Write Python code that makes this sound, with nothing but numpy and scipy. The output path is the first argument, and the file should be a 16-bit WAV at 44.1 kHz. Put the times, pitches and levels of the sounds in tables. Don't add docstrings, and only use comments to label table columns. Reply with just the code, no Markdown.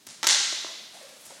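import sys
import numpy as np
from scipy import signal
from scipy.fft import rfft, irfft, next_fast_len
from scipy.io import wavfile

SR = 44100
rng = np.random.default_rng(int(sys.argv[2]) if len(sys.argv) > 2 else 0)


def int16_out(signal):
    q = np.round(np.clip(np.atleast_2d(signal).T, -1, 1) * 32767)
    wavfile.write(sys.argv[1], SR, q.astype(np.int16))


N = 61739

# (frequency [Hz], relative level [dB])
AIR_TONE = [(25, -36), (70, -20.5), (130, -3.5), (230, 3.5), (300, -0.5), (600, -8.5), (2500, -10.5),
            (4000, -6), (6500, -7), (10000, -13.5), (16000, -20.5)]
# (delay [s], level [dB])
WALL_ECHOES = [(0.0142, -5.5), (0.0201, 0), (0.0215, -27), (0.027, -5), (0.0333, -2.5), (0.0393, 0.5),
               (0.0501, -3.5), (0.0557, -9.5), (0.06, -4), (0.068, -26), (0.078, -6.5)]
# (frequency [Hz], fade time [s])
HALL_FADE_TIMES = [(60, 0.77), (250, 1.06), (700, 0.75), (1500, 1.125), (4000, 1.44), (6000, 1.073),
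                   (8000, 0.93), (12000, 0.69), (16000, 0.24)]
# (frequency [Hz], gain [dB])
HALL_TONE = [(60, -26), (170, -8), (380, -13.5), (580, -5.5), (1000, -7.5), (1700, -5.5), (4000, -5),
             (7000, -5), (10000, -7.5), (13000, -24.5), (16000, -37)]
# (time [s], level [dB])
RUSTLE_LEVELS = [(0, -81), (.5, -48), (.9, -56.5), (1.1, -54.5), (1.4, -55)]
# (time [s], level [dB], rise time [s], fade time [s], tilt [dB/octave])
BRUSH_STROKES = [(.945, -50.5, 0.014, 0.39, 0.5), (1.03, -52, 0.018, 0.2, -1),
                 (1.096, -52.5, 0.0059, 0.097, 1), (1.22, -52, 0.023, 0.094, 12),
                 (1.259, -45.5, 0.012, 0.14, 5), (1.311, -52.5, 0.015, 0.38, -1.5)]
# (frequency [Hz], relative level [dB])
BRUSH_TONE = [(100, -13), (500, 4), (1500, 1.5), (4000, 0.5), (8000, 0), (11000, -3), (15000, -19),
              (16000, -21)]
# (time [s], level [dB], rise time [s], fade time [s], pitch [Hz], width [Hz])
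SOLE_RUBS = [(0.949, -49, 0.011, 0.1, 668, 191), (.972, -54, .006, 0.13, 720, 220),
             (1.015, -47, .005, .06, 588, 120), (1.036, -48, 0.0073, 0.11, 550, 45.6),
             (1.123, -55.5, 0.022, 0.2, 529, 70.5), (1.171, -56, 0.015, 0.089, 590, 150),
             (1.307, -43, 0.0018, 0.037, 710, 300), (1.326, -49.5, 0.0054, 0.062, 547, 59)]
# (time [s], level [dB])
LANDINGS = [(0.068, -58.5), (.1, -69), (0.238, -67), (.271, -62), (1.082, -70), (1.265, -62)]
# (frequency [Hz], relative level [dB])
THUD_TONE = [(25, -1), (55, -1), (90, -4), (130, 3.5), (200, -7), (600, -40), (4000, -90)]
# (time [s], level [dB], fade time [s], to hall [dB])
FOOTFALLS = [(.526, -30, 0.013, -10.5), (0.6456, -29.5, 0.016, -5), (0.666, -37.5, 0.01, -17)]
# (frequency [Hz], relative level [dB])
SOLE_TONE = [(40, -55), (150, -30), (270, -7.5), (350, 2.5), (480, -9.5), (645, 3.5), (830, -10.5),
             (1010, -1.5), (1400, -11.5), (2000, -19), (5000, -33), (16000, -46)]
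# (time [s], level [dB], fade time [s])
SLAP_HITS = [(0.0673, -36, 0.021), (1.09, -54.5, .03), (1.264, -45, 0.02)]
# (frequency [Hz], relative level [dB])
SLAP_TONE = [(30, -38), (130, 6.5), (250, 5.5), (500, 0), (1000, 1), (2500, -1), (6000, 4.5), (9000, 1.5),
             (12000, -2.5), (16000, -6.5)]
# (time [s], crack level [dB], tilt [dB/octave], crack fade time [s], ring level [dB], to hall [dB])
SWORD_HITS = [(0.2302, -14, -1.3, 0.0035, -35.5, -2), (0.2404, -26.5, -0.9, 0.055, -33, -9),
              (0.2687, -9.5, 2, 0.018, -35, 2.5)]
# (frequency [Hz], relative level [dB])
CRACK_TONE = [(60, -47), (130, -23), (320, -9), (480, -11), (800, -7), (1400, -4), (2000, -3), (2650, -6),
              (3700, 0.5), (4800, -3), (6200, -0.5), (8500, -9.5), (11000, -18), (12500, -15.5),
              (16000, -41)]
# (frequency [Hz], relative level [dB], fade time [s])
BLADE_RINGS = [(358, -13.5, 0.065), (599.8, -10, 0.2), (869, 0, 0.038), (1362, 3, 0.054), (1602, -6, 0.067),
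               (1992, -2, .08), (2320, -6.5, 0.1), (3137, -8, 0.14), (3916, -14, 0.14), (4786, -10, 0.18),
               (5510, -9.5, 0.28), (6270, -8.5, 0.38)]


def amp(db):
    return 10 ** (np.asarray(db) / 20)


def rms(x):
    return np.sqrt(np.mean(x ** 2) + 1e-20)


def noise():
    return rng.standard_normal(N)


def value_at(table, hz):
    frequencies, values = np.transpose(table)
    return np.interp(np.log(hz + 1), np.log(frequencies + 1), values)


def filtered(x, response):
    size = next_fast_len(2 * N)
    return irfft(rfft(x, size) * response(np.fft.rfftfreq(size, 1 / SR)), size)[:N]


def shaped(x, tone, tilt_db=0):
    def response(hz):
        gain = amp(value_at(tone, hz) + tilt_db * np.log2(1 + hz / 500))
        cepstrum = irfft(np.log(gain / rms(gain)))
        half = len(cepstrum) // 2
        folded = np.r_[cepstrum[0], 2 * cepstrum[1:half], np.zeros(len(cepstrum) - half)]
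        return np.exp(rfft(folded))
    return filtered(x, response)


def fade(t, t60):
    return np.exp(-np.log(1000) * t / t60)


def pulse(time, t60, rise=0):
    t = np.arange(N) / SR - time
    return np.where(t < 0, np.exp(-np.abs(t) / (rise + 1e-6)), fade(np.abs(t), t60))


def contact(time, t60):
    envelope = pulse(time, t60)
    burst = noise() * envelope
    for _ in range(3):
        spectrum = rfft(burst)
        burst = irfft(spectrum / (np.abs(spectrum) + 1e-12), N)
        burst *= np.minimum(1, 10 * envelope)
    return burst / rms(burst) * rms(envelope)


def background(level_db=-58):
    return amp(level_db) * shaped(noise(), AIR_TONE)


def hall_echo(x, to_hall_db, tail_db=9, build_s=0.018):
    hz, t, spectra = signal.stft(noise(), SR, nperseg=256)
    spectra = spectra * fade(t, value_at(HALL_FADE_TIMES, hz)[:, None])
    tail = signal.istft(spectra, SR, nperseg=256)[1][:N]
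    tail *= 1 - np.exp(-np.arange(N) / SR / build_s)
    echoes = amp(tail_db) * tail / np.linalg.norm(tail)
    for delay, db in WALL_ECHOES:
        echoes[int(delay * SR)] += amp(db)
    returned = signal.fftconvolve(x, echoes)[:N]
    return amp(to_hall_db) * filtered(returned, lambda f: amp(value_at(HALL_TONE, f)))


def floor_echo(x, delay_s=0.003, scatter_t60=0.00435):
    bounce = contact(delay_s, scatter_t60)
    return signal.fftconvolve(x, bounce / np.linalg.norm(bounce))[:N]


def clothes():
    level_db = np.interp(np.arange(N) / SR, *np.transpose(RUSTLE_LEVELS))
    return amp(level_db) * shaped(noise(), BRUSH_TONE)


def brushes():
    hiss = sum(amp(db) * shaped(noise() * pulse(time, t60, rise), BRUSH_TONE, tilt_db)
               for time, db, rise, t60, tilt_db in BRUSH_STROKES)
    return hiss + hall_echo(hiss, to_hall_db=-4)


def rubs():
    out = np.zeros(N)
    for time, db, rise, t60, hz, width_hz in SOLE_RUBS:
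        band = lambda f: (1j * f * width_hz / (hz * hz - f * f + 1j * f * width_hz)) ** 2
        envelope = pulse(time, t60, rise)
        rub = filtered(noise(), band) * envelope
        out += amp(db) * rub / rms(rub) * rms(envelope)
    return out + hall_echo(out, to_hall_db=-9.5)


def steps():
    landings = sum(amp(db) * contact(time, t60=0.11) for time, db in LANDINGS)
    out = shaped(landings, THUD_TONE)
    for time, db, t60, to_hall_db in FOOTFALLS:
        pat = amp(db) * shaped(contact(time, t60), SOLE_TONE)
        out += pat + hall_echo(pat, to_hall_db)
    return out


def slaps():
    bursts = sum(amp(db) * contact(time, t60) for time, db, t60 in SLAP_HITS)
    taps = shaped(bursts, SLAP_TONE)
    return taps + floor_echo(taps) + hall_echo(taps, to_hall_db=3)


def swords():
    out, t = np.zeros(N), np.arange(N) / SR
    for time, crack_db, tilt_db, crack_t60, ring_db, to_hall_db in SWORD_HITS:
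        crack = shaped(contact(time, crack_t60), CRACK_TONE, tilt_db)
        ring = np.zeros(N)
        for hz, db, t60 in BLADE_RINGS:
            strength = rng.choice([-1, 1]) * amp(db + rng.normal())
            ring += strength * pulse(time, t60) * np.cos(2 * np.pi * hz * (t - time))
        hit = amp(crack_db) * crack + amp(ring_db) * ring
        out += hit + floor_echo(hit) + hall_echo(hit, to_hall_db)
    return out


def scene():
    mono = swords() + slaps() + steps() + rubs() + brushes() + clothes() + background()
    return np.array([mono, mono])


def record(dry, limit_db=-5.5, hardness=3.6, bass_hz=72, top_hz=16000):
    rounded = dry / (1 + np.abs(dry / amp(limit_db)) ** hardness) ** (1 / hardness)
    def band(hz):
        bass_cut = hz ** 2 / (hz ** 2 - bass_hz ** 2 - 1j * np.sqrt(2) * hz * bass_hz)
        return bass_cut * (hz < top_hz)
    return np.array([filtered(channel, band) for channel in rounded])


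dry = scene()
out = record(dry)
int16_out(out)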